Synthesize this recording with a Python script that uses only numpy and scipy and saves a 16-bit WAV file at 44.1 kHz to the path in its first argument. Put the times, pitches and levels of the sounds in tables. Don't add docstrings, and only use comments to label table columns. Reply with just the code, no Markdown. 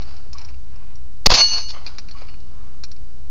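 import sys
import numpy as np
from scipy import signal
from scipy.fft import rfft, irfft
from scipy.io import wavfile

SR = 44100
rng = np.random.default_rng(int(sys.argv[2]) if len(sys.argv) > 2 else 0)


def dump_mix(stems):
    frames = np.atleast_2d(stems).T
    limited = np.clip(frames, -1, 1)
    pcm = np.round(limited * 32767).astype(np.int16)
    wavfile.write(sys.argv[1], SR, pcm)


N = 145530
T = np.arange(N) / SR
SHOT_S, EARLIER_SHOT_S, HIT_S = 1.260, -.541, 1.339
TRAVEL = .51

# f/Hz, relative level/dB
BLAST_SPECTRUM = [(40, 5.5), (300, 6.5), (900, 5), (2000, -2.5), (3300, 1), (4600, 6), (7000, -1.5),
                  (10000, -35)]
# f/Hz, relative level/dB
SIZZLE_SPECTRUM = [(500, -40), (1800, -11), (2600, -3.5), (3300, -8), (4400, -0.5), (5300, -1.5),
                   (6800, -9), (10000, -27.5)]


def amp(db):
    return 10 ** (np.asarray(db) / 20)


def unit(x):
    return x / np.sqrt(np.mean(x ** 2) + 1e-20)


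def eq_gain(spectrum, hz):
    f, db = np.transpose(spectrum)
    return amp(np.interp(np.log(hz + 1), np.log(f + 1), db))


def noise(spectrum):
    gain = eq_gain(spectrum, np.fft.rfftfreq(N, 1 / SR))
    return unit(irfft(rfft(rng.standard_normal(N)) * gain, N))


def wander(seconds):
    smoothing = np.exp(-(np.fft.rfftfreq(N, 1 / SR) * 2 * seconds) ** 2)
    return unit(irfft(rfft(rng.standard_normal(N)) * smoothing, N))


def fade(t, t60):
    return np.exp(-np.log(1000) * np.maximum(t, 0) / t60)


def burst(peak_s, rise, hold, t60):
    return np.clip((T - peak_s) / rise + 1, 0, 1) ** 2 * fade(T - peak_s - hold, t60)


def add(mix, start_s, sound):
    part = mix[max(round(start_s * SR), 0):][:len(sound)]
    part += sound[:len(part)]


def blast():
    # t after the shot/s, pressure/full travel
    surge = [(0, 0), (.007, -.25), (.012, -2), (.016, -4.5), (.027, -3.5), (.035, -1.1), (.046, -.2),
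             (.061, .2), (.065, 1.5), (.078, .9), (.1, .45), (.15, .22), (.26, 0)]
    crack = amp(12.5) * noise(BLAST_SPECTRUM) * burst(SHOT_S + .001, rise=.002, hold=.0072, t60=.012)
    return crack + TRAVEL * np.interp(T - SHOT_S, *np.transpose(surge))


def echoes(shot_s):
    # delay/s, rise/s, hold/s, t60/s, body gain/dB, sizzle gain/dB
    reflections = [(0.038, 0.023, 0.033, .1, -19.5, -17.5), (0.044, 0.0016, 0.0011, .01, -9, -16),
                   (0.056, .001, .003, 0.036, -14, -12.5), (.08, 0.0048, 0.0201, .1, -24.5, -19.5),
                   (.116, 0.0079, .038, 0.063, -23, -17), (0.18, .02, 0.029, 0.68, -42, -31),
                   (0.283, 0.059, .055, 0.11, -37.5, -37.5), (0.427, 0.0086, .022, .07, -48.5, -37),
                   (0.49, 0.039, 0.02, 0.29, -40, -63.5), (0.624, 0.09, 0.013, 1, -49, -55.5),
                   (0.921, 0.071, 0.041, 0.36, -46.5, -58.5), (1.028, 0.048, 0.013, 0.24, -57.5, -65),
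                   (1.3, 0.21, .14, .9, -56, -84.5)]
    # f/Hz, relative level/dB
    body_spectrum = [(40, -11), (150, -6), (300, -8.5), (420, -9.5), (620, -3), (1100, -0.5), (1800, -10.5),
                     (2700, -9.5), (4000, -25.5), (8000, -38.5)]
    grass_hz, grass_db_per_s = 580, 33.5
    body, sizzle, out = noise(body_spectrum), noise(SIZZLE_SPECTRUM), np.zeros(N)
    lows = signal.sosfiltfilt(signal.butter(2, grass_hz, fs=SR, output="sos"), body)
    for delay, rise, hold, t60, body_db, sizzle_db in reflections:
        thinned = body - lows * (1 - amp(-grass_db_per_s * delay))
        echo = crossing_paths(amp(body_db) * thinned + amp(sizzle_db) * sizzle)
        out += burst(shot_s + delay, rise, hold, t60) * echo
    grain = amp(2 * wander(seconds=.0025))
    tone = burst(shot_s + .891, rise=.0017, hold=.0095, t60=.038) * np.sin(2 * np.pi * 1130 * T)
    return out * grain + amp(-38.5) * tone


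def crossing_paths(echo, depth_db=3.5, spacing_hz=129):
    hz = np.fft.rfftfreq(N, 1 / SR)
    ripple = np.interp(hz / spacing_hz, np.arange(400), rng.standard_normal(400))
    return irfft(rfft(echo) * amp(depth_db * ripple), N)


def plate():
    # f/Hz, relative level/dB, t60/s, pulse rate/Hz, pulse depth, first pulse/s, rise/s
    tones = [(2876, -21, .8, 7.2, .35, .06, .07), (4388, -14, .82, 7.4, .58, .086, .075),
             (6160, -19, .85, 8.2, .55, .052, .055)]
    # delay/s, gain/dB
    bank_echoes = [(0.749, -34), (.89, -29)]
    t, ring = np.maximum(T - HIT_S, 0), np.zeros(N)
    damping = np.exp(-(t / .38) ** 4)
    for hz, db, t60, pulse_hz, depth, pulse_s, rise_s in tones:
        phase = 2 * np.pi * (hz * t + rng.random())
        pulsing = np.sin(phase) + depth * np.sin(phase - 2 * np.pi * pulse_hz * (t - pulse_s))
        envelope = np.minimum(t / rise_s, 1) ** 2 * fade(t, t60) * damping
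        ring += amp(db + 5) * envelope * pulsing
    dull_ring = signal.sosfilt(signal.butter(4, 2700, fs=SR, output="sos"), ring)
    splash = amp(-10) * noise(SIZZLE_SPECTRUM) * burst(HIT_S, rise=.001, hold=.013, t60=.07)
    out = ring + splash
    for delay, db in bank_echoes:
        add(out, delay, amp(db) * dull_ring)
    return out


def action():
    # t/s, gain/dB, low-mode trim/dB, mid-mode trim/dB, high-mode trim/dB, rattle/s
    clicks = [(0.0208, -25, -33, -19, -25, 0.0071), (0.165, -40.5, -35, -8.5, -14, 0.0083),
              (0.3317, -33.5, -41, -35, -7, 0.0044), (0.3839, -32.5, -22, -16, -11, 0.0052),
              (0.415, -39.5, -20, -19, -8.5, 0.006), (0.4488, -35, -28, -32, -10.5, 0.006),
              (0.4884, -41, -11.5, -16, -17.5, 0.006), (0.5412, -44.5, -13, -16, -26, 0.0044),
              (0.7583, -43, -18, -24, -17, 0.0052), (0.9562, -43, -35, -30, -9.5, 0.0041),
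              (1.8648, -35, -5.5, 5, -15, 0.014), (1.9844, -24.5, -20.5, -12, -14, 0.0077),
              (2.0862, -38, -12.5, -7, -18, 0.013), (2.1119, -35.5, -30, -6, -17, 0.0052),
              (2.1855, -42.5, -19, -6, -25, 0.0034), (2.2194, -39, -14.5, -11, -32, 0.008),
              (2.2864, -37.5, -13.5, -13, -37, 0.0069), (2.3411, -42.5, -11, -13, -32, 0.0024),
              (2.4032, -45.5, -29, -12.5, -16, 0.0041), (2.837, -33, -16, -4.5, -4.5, 0.0076),
              (2.9161, -40.5, -20.5, -4.5, -7.5, 0.0054), (2.9637, -46, -17, -11, -15, 0.0052)]
    # f/Hz, relative level/dB, t60/s
    mode_groups = [
        [(1650, -12, .015), (2455, 0, .03), (2740, -3, .035)],
        [(4080, -3, .015), (4370, 0, .025), (4740, -5, .025)],
        [(5280, -1, .028), (5680, 0, .024), (6740, -8, .015)],
    ]
    balance = [1.5, -6, -0.5]
    t, out = np.arange(SR // 4) / SR, np.zeros(N)
    rings = [sum(amp(db) * fade(t, t60) * np.sin(2 * np.pi * hz * t) for hz, db, t60 in group)
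             for group in mode_groups]
    attack = t < .02
    for start_s, db, *trims_db, rattle_s in clicks:
        rattle = amp(-22.5) * np.exp(-(t / rattle_s) ** 2) + amp(-47) * fade(t, t60=.25)
        strike = (t == 0) + rattle * rng.standard_normal(len(t))
        click = amp(-23) * strike / strike[attack].std()
        for ring, group_db, trim_db in zip(rings, balance, trims_db):
            ringing = signal.fftconvolve(strike, ring)[:len(t)]
            click += amp(group_db + trim_db) * ringing / ringing[attack].std()
        add(out, start_s, amp(db) * click)
        add(out, start_s + .0096, amp(db - 10) * click)
    return out


def knocks():
    # t/s, level/dB
    bumps = [(0.261, -44), (0.417, -54), (0.76, -52), (2.218, -40)]
    # f/Hz, relative level/dB
    bump_spectrum = [(60, 1.5), (500, 14), (1400, 0), (3000, -21), (8000, -49)]
    envelope = sum(amp(db) * burst(s, rise=.002, hold=.0035, t60=.034) for s, db in bumps)
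    return noise(bump_spectrum) * envelope


def wind():
    # f/Hz, relative level/dB
    air_spectrum = [(1, 12.5), (6, -11.5), (14, -10), (28, -4.5), (70, -6.5), (110, -19.5), (200, -28),
                    (400, -38), (1000, -39), (2000, -46.5), (3500, -48), (4500, -49.5), (6500, -45.5),
                    (7600, -66), (9000, -87.5)]
    # f/Hz, relative level/dB
    flutter_spectrum = [(30, -25), (130, -3), (300, -9.5), (700, -18.5), (2000, -32.5)]
    # t/s, relative level/dB
    gusts = [(0, 1), (.5, -5.5), (1.1, -7.5), (1.7, -0.5), (2.6, -1), (3.0, -3), (3.3, -4)]
    flutter_db = -51.5 + np.interp(T, *np.transpose(gusts)) + .5 * wander(seconds=.055)
    return amp(-34) * noise(air_spectrum) + amp(flutter_db) * noise(flutter_spectrum)


def scene():
    gunfire = blast() + echoes(SHOT_S) + echoes(EARLIER_SHOT_S)
    return (gunfire + plate() + action() + knocks() + wind())[None]


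def record(dry):
    # f/Hz, gain/dB
    port_eq = [(20, 1), (1000, -1), (3300, -1), (4000, 2), (4500, 6), (5400, 1), (6400, -1), (7100, -5),
               (7700, -21), (8600, -29), (9600, -50.5)]
    off_centre, ceiling, band_limit_hz = -.164, .79, 15900
    leak = amp(-34.5) * noise(BLAST_SPECTRUM) * burst(SHOT_S, rise=.011, hold=0, t60=.15)
    choked = TRAVEL * np.tanh((dry + off_centre) / TRAVEL) + leak
    log_gain = np.log(eq_gain(port_eq, abs(np.fft.fftfreq(2048, 1 / SR))))
    port = np.fft.ifft(np.exp(np.conj(signal.hilbert(log_gain)))).real
    clipped = np.clip(signal.oaconvolve(choked, port[None])[:, :N], -ceiling, ceiling)
    lowpass = signal.firwin(511, band_limit_hz, window=("kaiser", 9), fs=SR)
    return signal.oaconvolve(clipped, lowpass[None], "same")


dry = scene()
out = record(dry)
dump_mix(out)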